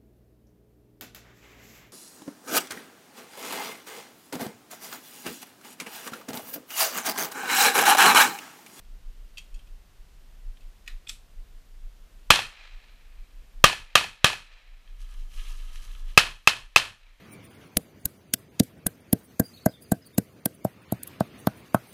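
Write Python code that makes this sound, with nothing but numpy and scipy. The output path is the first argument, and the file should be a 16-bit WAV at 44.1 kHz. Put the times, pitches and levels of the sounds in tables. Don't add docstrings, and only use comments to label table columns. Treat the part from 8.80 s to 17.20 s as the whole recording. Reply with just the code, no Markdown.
import sys
import numpy as np
from scipy import signal
from scipy.fft import rfft, irfft
from scipy.io import wavfile
from scipy.ndimage import uniform_filter1d, map_coordinates

SR = 44100
rng = np.random.default_rng(int(sys.argv[2]) if len(sys.argv) > 2 else 0)


def transcribe(u):
    v = np.clip(np.atleast_2d(u).T, -1, 1)
    q = np.round(v * 32767).astype(np.int16)
    wavfile.write(sys.argv[1], SR, q)


def volts_from_db(level):
    exponent = np.asarray(level, float) / 20
    return 10 ** exponent


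N = 370435

# f/Hz, level/dB
FLOOR = [(26, -26.5), (45, -6), (52, -11), (60, -19), (87, -24), (350, -35.5), (728, -38), (783, -39),
         (2030, -41), (2350, -42), (2790, -41), (10900, -51), (14000, -50), (15400, -58)]
# t/s, level/dB
PULSE = [(-.04, -37), (.282, -32.5), (0.754, -31.5), (1.211, -39.5), (1.686, -32), (2.15, -34), (2.6, -35),
         (3.062, -33.5), (3.511, -33), (3.962, -33.5), (4.41, -32), (4.86, -30), (5.32, -43.5),
         (5.75, -38.5), (7.86, -34.5), (8.239, -47)]
# t/s, level/dB, pitch f/Hz, width/s
JOLTS = [(4.78, -36, 25.93, 0.031), (5.96, -44.5, 28.7, 0.087), (6.13, -39.5, 28, .04),
         (6.234, -34, 30, 0.048), (6.321, -35.5, 28.6, .03), (6.412, -31.5, 25, 0.076),
         (6.592, -27, 24.6, 0.033), (6.701, -31, 26.6, 0.042), (6.81, -33, 25.7, 0.06),
         (6.962, -33, 22.4, 0.093), (7.111, -31.5, 27.2, 0.039), (7.26, -29.5, 25.5, 0.099),
         (7.449, -43, 28, 0.15)]
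# f/Hz, level/dB
TREMOR = [(17, -40), (23, -3.5), (27, 0), (32, -6.5), (42, -40.5)]
# f/Hz, level/dB
RUB = [(30, -20), (45, -2.5), (60, 0), (90, -8.5), (160, -31), (500, -120)]
# t/s, peak level/dB, brightness/dB
PEBBLES = [(0.0497, -56, -16), (1.3394, -61, -13), (1.7707, -53, -17), (6.0753, -48, -33),
           (6.1187, -61.5, -20), (6.2148, -51.5, -2), (6.289, -55, -7), (6.339, -54, 4), (6.546, -55, -6),
           (6.9565, -43, -11), (7.0444, -55, -20), (7.1496, -42.5, -36)]
# f/Hz, width/Hz, boost/dB
HOUSING = [(1190, 670, 4.5), (1753, 150, 7), (2555, 130, 6), (3150, 350, 5), (4220, 300, 5.5),
           (10700, 350, 3)]
# f/Hz, width/Hz, boost/dB
DIFFUSE = [(1280, 100, 4), (1701, 220, 4), (2600, 1000, 1.7), (3180, 320, 3.3), (4000, 240, 6.2),
           (10800, 700, 3.8)]
# f/Hz, level/dB
METAL = [(350, -71.5), (600, -22), (890, -25), (1250, -13), (3470, -6), (6230, -10), (7850, -13),
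         (13000, -22), (15500, -36.5)]
# t/s, peak level/dB, rise/s, fall by 60 dB/s, brightness/dB
MAGAZINE = [
    (0.571, -38, 0.0015, 0.037, -11.5),
    (0.5778, -35, 0.003, 0.058, -8),
    (0.7423, -51, 0.0015, 0.04, -2),
    (0.754, -51, 0.002, 0.03, -9),
    (0.7898, -50.5, 0.0018, 0.031, -16),
    (0.8695, -54, 0.0017, 0.028, -11),
    (1.804, -49.5, 0.002, 0.021, -11),
]
SLIDE_BACK = [
    (2.062, -53, 0.0028, 0.08, -7),
    (2.0772, -26, 0.00067, 0.022, -11),
]
SLIDE_HOME = [
    (2.2690, -41, 0.00075, 0.05, -15),
    (2.279, -43, 0.0065, 0.068, 6),
    (2.2893, -22.5, 0.0022, 0.034, -5.5),
]
# f/Hz, width/Hz, boost/dB
MAGAZINE_RING = [(2620, 290, 22), (3240, 270, 17.5), (4540, 570, 10), (5870, 90, 13), (6850, 110, 17),
                 (8470, 300, 18), (11350, 150, 10), (12700, 300, 13)]
BACK_RING = [(1200, 230, 11.5), (1850, 230, 18.6), (2500, 470, 15.5), (4010, 250, 13), (5110, 230, 5),
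             (6800, 200, 5.7), (12300, 150, 12)]
HOME_RING = [(1270, 180, 5.9), (2500, 250, 12.7), (3490, 410, 13.4), (5500, 250, 5.9), (7670, 310, 14.4),
             (8720, 280, 12), (10600, 33, 18), (12600, 120, 7)]
FIRED = [3.5039, 4.8409, 5.1541, 5.4434, 7.3756, 7.6734, 7.9607]
STAND_OF_SHOT = [0, 1, 1, 1, 2, 2, 2]
# blast level/dB, thump level/dB, near scatter level/dB, tree-line level/dB
SHOTS = [(15.7, -19, -11.5, -49), (19.7, -13.5, -12.5, -57), (12.5, -25.5, -15, -57), (8, -19, -15, -55.5),
         (23.27, -12.5, -14, -68), (13.37, -24, -18.5, -64), (13, -26, -17, -62)]
# t/s after the blast, level/dB
EARLY = [
    [(0, -13), (.0003, -4), (.0013, 0.5), (.0021, 5.5), (.0036, -9), (.0053, -5.5), (.008, -13)],
    [(0, -1.5), (.0003, -6), (.0015, 8), (.0022, 7.5), (.0035, -13), (.0052, -7), (.008, -14.5)],
    [(0, -3), (.0004, -4), (.0016, 4.5), (.0024, 0), (.0038, -13.5), (.0053, -10.5), (.007, -13)],
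]
# f/Hz, width/Hz, boost/dB
BEARING = [
    [(1250, 780, 5.5), (1720, 150, 8.5), (690, 230, 8), (2500, 300, 4.5), (3400, 250, 8)],
    [(1196, 170, 17.5), (1783, 200, 11), (2770, 160, 7), (3240, 210, 7)],
    [(1213, 170, 13), (1622, 200, 9.5), (2600, 280, 9.5), (423, 250, 4.5), (1000, 180, 4), (3243, 430, 3)],
]
# t/s after the blast, level/dB over scatter, centre f/Hz
SLAPS = [
    [(.0115, -5, 3076), (.047, -10.5, 2600), (.055, -8.5, 3610), (.055, -14, 919.3), (.088, -14.5, 867),
     (.088, -10.5, 2500)],
    [(.026, -10.5, 2973), (.05, -14, 2895), (.058, -14, 2600), (.058, -15, 1000), (.09, -16.5, 816),
     (.088, -14, 2600)],
    [(.012, 1, 2700), (.022, -4.5, 3750), (.039, -11, 2600), (.039, -17, 1103), (.093, -19, 2610),
     (.1, -24.5, 948)],
]
LINGER_DB = [4, 1.5, 0.04]
# f/Hz, level/dB
BLAST = [(150, -49.5), (400, -13), (700, -10), (1500, -6), (2700, -3), (4300, -8.5), (8700, -12),
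         (12000, -28), (16000, -48)]
# f/Hz, level/dB
NEAR = [(24, -40), (40, -16), (91, -15.5), (269, -15.5), (381, -13.5), (829, -9.5), (2100, -6.5),
        (2560, -2), (3640, -7), (10700, -21), (14800, -35.5), (16000, -57.5)]
# f/Hz, level/dB
BOOM = [(30, -29.5), (60, 1.5), (120, -1), (220, -9.5), (400, -40.5)]
# f/Hz, level/dB
FAR = [(180, -64), (300, -30), (530, -12.5), (1320, -11), (1420, -12.5), (2470, -3), (2880, -10),
       (4110, -12.5), (9000, -32), (11700, -65.5), (19800, -120)]
# start t/s, peak level/dB, rise/s, fall/dB per s, tread level/dB over the rush
STROKES = [
    (5.98, -73.5, 0.11, 20, -5),
    (6.17, -63.5, .04, 89, -3),
    (6.26, -61.5, 0.075, 70, -3),
    (6.47, -52, .13, 51, -11),
    (6.56, -58, 0.11, 13, -4),
    (6.9, -56, 0.05, 59.5, -6),
    (7.0, -59, 0.044, 70.5, -4),
    (7.22, -59, 0.11, 198.5, -7.5),
]
# f/Hz, level/dB
SAND = [(290, -40), (500, -21.5), (803, -13), (1270, -1), (1450, -15.5), (1670, -4), (3060, 3.5),
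        (4640, -7), (10800, -14.5), (15500, -27)]
# f/Hz, level/dB
GRIT = [(2590, -33.5), (4400, -2.5), (4640, -1), (6110, 2), (7300, -2.5), (10800, -5), (13200, -10),
        (15300, -10)]


def unit(x):
    return x / np.sqrt(np.mean(x ** 2) + 1e-20)


def wobble(rate):
    knots = rng.standard_normal(int(N * rate / SR) + 4)
    return map_coordinates(knots, [np.arange(N) * rate / SR])


def coloured(x, spectrum, modes=()):
    size = 8192
    hz = np.fft.rfftfreq(size, 1 / SR)
    f, db = np.transpose(spectrum)
    gain = volts_from_db(np.interp(np.log(hz + 1), np.log(f + 1), db))
    for centre_hz, width_hz, boost_db in modes:
        gain = gain * volts_from_db(boost_db / (1 + (2 * (hz - centre_hz) / width_hz) ** 2))
    cepstrum = irfft(np.log(gain + 1e-6))
    fold = np.r_[1, np.full(size // 2 - 1, 2), 1, np.zeros(size // 2 - 1)]
    response = irfft(np.exp(rfft(cepstrum * fold)))[:size // 2]
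    return signal.fftconvolve(x, response / np.linalg.norm(response))[:len(x)]


def add(track, s, sound):
    part = track[round(s * SR):][:len(sound)]
    part += sound[:len(part)]


def lumpy(count, depth_db, span):
    lumps = unit(uniform_filter1d(rng.standard_normal(count), int(span * SR)))
    return unit(volts_from_db(depth_db * lumps) * rng.standard_normal(count))


def ducking(drop_db, most_db, attack, release):
    after = np.clip(np.arange(N) / SR - np.array(FIRED)[:, None], 0, None)
    pulls = (1 - np.exp(-after / attack)) * np.exp(-(after / release) ** 2)
    pull_db = drop_db * np.sum(pulls, axis=0)
    return volts_from_db(-most_db * np.tanh(pull_db / most_db))


def air_and_hiss():
    gain = ducking(drop_db=8.5, most_db=13.5, attack=.05, release=0.6)
    noise = coloured(rng.standard_normal(N), FLOOR, [(9800, 160, 1.8), (14400, 300, 3)])
    air = signal.sosfilt(signal.butter(2, 700, fs=SR, output="sos"), noise)
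    hiss = noise - air
    return volts_from_db(-56.5 + .4 * wobble(3)) * (air * gain ** 1.6 + hiss * gain)


def body_shaking():
    gain = ducking(drop_db=6, most_db=16, attack=.05, release=.8)
    shakes = [(s, db, hz, width, width) for s, db, hz, width in JOLTS]
    for first_s, first_db in PULSE:
        for s, db in [(first_s, first_db), (first_s + .175, first_db - 8)]:
            ducked_db = 20 * np.log10(gain[round(abs(s) * SR) % N])
            shakes.append((s, db + ducked_db, 26.4, .03, .03))
    padded = np.zeros(N + SR)
    t = np.arange(-SR // 4, SR // 4) / SR
    for s, db, hz, rise, fall in shakes:
        swell = np.exp(-(t / np.where(t < 0, rise, fall)) ** 2)
        add(padded, s + .25, volts_from_db(db + 3) * swell * np.sin(2 * np.pi * (hz * t + rng.random())))
    shake = padded[SR // 2:][:N]
    rub = uniform_filter1d(np.abs(shake), size=4000) * coloured(rng.standard_normal(N), RUB)
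    hz, level_db = np.transpose(TREMOR)
    shape = volts_from_db(np.interp(np.fft.rfftfreq(N, 1 / SR), hz, level_db, -120, -120))
    tremor = unit(irfft(rfft(rng.standard_normal(N)) * shape, N))
    return shake + volts_from_db(-26) * rub + volts_from_db(-48) * gain * tremor


def clicks(table, modes, scatter_db):
    out, t = np.zeros(N), np.arange(SR // 3) / SR
    blurred = [(hz, 1.9 * width, 0.56 * boost_db) for hz, width, boost_db in modes]
    for s, db, rise, t60, bright_db in table:
        tilt = [(hz, level + (bright_db + 8.5) * (hz > 5000)) for hz, level in METAL]
        brighter = [(hz, level + 4 * (hz > 9000)) for hz, level in tilt]
        start = 1 - np.exp(-t / rise)
        knocks = start * volts_from_db(-60 * t / t60) * lumpy(len(t), depth_db=5.5, span=0.0012)
        rattle = coloured(knocks, tilt, modes)
        fading = start * volts_from_db(scatter_db - 60 * t / 0.27) * rng.standard_normal(len(t))
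        answer = coloured(fading, brighter, blurred)
        add(out, s, volts_from_db(db + 2.5) * (rattle + answer))
    return out


def pebbles():
    knocks = [(s, db, .001, .019, bright_db) for s, db, bright_db in PEBBLES]
    return clicks(knocks, HOUSING, scatter_db=-23.5)


def pistol_handling():
    magazine = clicks(MAGAZINE, MAGAZINE_RING, scatter_db=-18)
    slide_back = clicks(SLIDE_BACK, BACK_RING, scatter_db=-23.5)
    return magazine + slide_back + clicks(SLIDE_HOME, HOME_RING, scatter_db=-22.0)


def slaps(table, count):
    out, t = np.zeros(count), np.arange(SR // 80) / SR
    for s, db, hz in table:
        swell = np.exp(-((t - .005) / .0025) ** 2)
        burst = swell * (.2 * np.sin(2 * np.pi * hz * t) + rng.standard_normal(len(t)))
        colour = [(hz / 4, -40), (hz / 1.6, -8), (hz, 0), (hz * 1.7, -8), (hz * 5, -32), (hz * 9, -60)]
        add(out, s - .005, volts_from_db(db - 3) * coloured(burst, colour))
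    return out


def firing_point(early, bearing, table, count):
    arrivals = np.zeros(count)
    for s, db in early:
        arrivals[round(s * SR)] += volts_from_db(db)
    blast = coloured(arrivals, BLAST, bearing)
    return blast, slaps(table, count), lumpy(count, depth_db=1.5, span=0.0024)


def near_scatter(t, linger_db):
    ground_s, linger_s = .003, .16
    ground = volts_from_db(11.5) * np.exp(-((t - ground_s) / .0013) ** 2)
    decays = np.hypot(volts_from_db(2 - 60 * t / .1), volts_from_db(-4 - 60 * t / .31))
    held = t / linger_s * np.exp(1 - t / linger_s)
    return np.hypot(ground, decays * (1 - np.exp(-t / ground_s))) * volts_from_db(linger_db * held)


def tree_line(t):
    return_s = .31
    before, after = np.clip(return_s - t, 0, None), np.clip(t - return_s, 0, None)
    decays = np.hypot(volts_from_db(-3 - 60 * after / 1), volts_from_db(-7.5 - 60 * after / 2.9))
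    return volts_from_db(-649 * before ** 2) * decays * (t > .1)


def shots():
    count = 3 * SR // 2
    t = np.arange(count) / SR
    spots = [firing_point(*spot, count=count) for spot in zip(EARLY, BEARING, SLAPS)]
    thump = np.sin(2 * np.pi * 150 * t) * volts_from_db(-60 * t / 0.018)
    grab = volts_from_db(-5 * np.clip((t - .004) / 0.0015, 0, 1))
    out = np.zeros(N)
    for s, spot, (blast_db, thump_db, near_db, far_db) in zip(FIRED, STAND_OF_SHOT, SHOTS):
        blast, echoes, place = spots[spot]
        direct = volts_from_db(blast_db) * grab * blast + volts_from_db(thump_db + 13.0) * thump
        trees = unit(1.6 * place + lumpy(count, depth_db=1.2, span=.005))
        near = coloured(trees * near_scatter(t, LINGER_DB[spot]), NEAR, HOUSING) + echoes
        roll = coloured(rng.standard_normal(count) * volts_from_db(-38 - 60 * (t / 0.27) ** 4), BOOM)
        far = lumpy(count, depth_db=1.9, span=0.0073) * volts_from_db(far_db) * tree_line(t)
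        add(out, s, direct + volts_from_db(near_db) * (near + roll) + coloured(far, FAR, DIFFUSE))
    return out


def strokes():
    s, db, rise, fall_db, tread_db = np.transpose(STROKES)[:, :, None]
    t = np.arange(N) / SR - s
    swell = np.sin(np.pi / 2 * np.clip(t / rise, 0, 1)) ** 2
    rush = swell * volts_from_db(db - fall_db * np.clip(t - rise, 0, None))
    return np.linalg.norm(rush, axis=0), np.linalg.norm(rush * volts_from_db(tread_db), axis=0)


def sand_band(low_hz, high_hz):
    inside = [point for point in SAND if low_hz <= point[0] <= high_hz]
    return [(low_hz / 1.5, -50)] + inside + [(high_hz * 1.3, -50)]


def grains(colour, span):
    patches = volts_from_db(1.6 * wobble(30))
    return patches * coloured(lumpy(N, depth_db=2.0, span=span), colour, DIFFUSE)


def scuffing():
    rush, weight = strokes()
    tread = weight * grains(sand_band(480, 1800), span=.008)
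    sand = grains(sand_band(1600, 5000), span=.0041)
    return tread + rush * (sand + volts_from_db(-3) * grains(GRIT, span=.0018))


def scene():
    background = air_and_hiss() + body_shaking()
    feet = pebbles() + scuffing()
    return (background + feet + pistol_handling() + shots())[None]


def top_cut(x):
    return signal.sosfilt(signal.butter(12, 16100, fs=SR, output="sos"), x)


def record(dry):
    clipped = dry / (1 + np.abs(dry / .93) ** 4) ** (1 / 4)
    hz = np.fft.rfftfreq(N, 1 / SR)
    banded = irfft(rfft(clipped) * volts_from_db(-35 * np.clip((hz - 15150) / 700, 0, 3)), N)
    return top_cut(banded)


dry = scene()
out = record(dry)
transcribe(out)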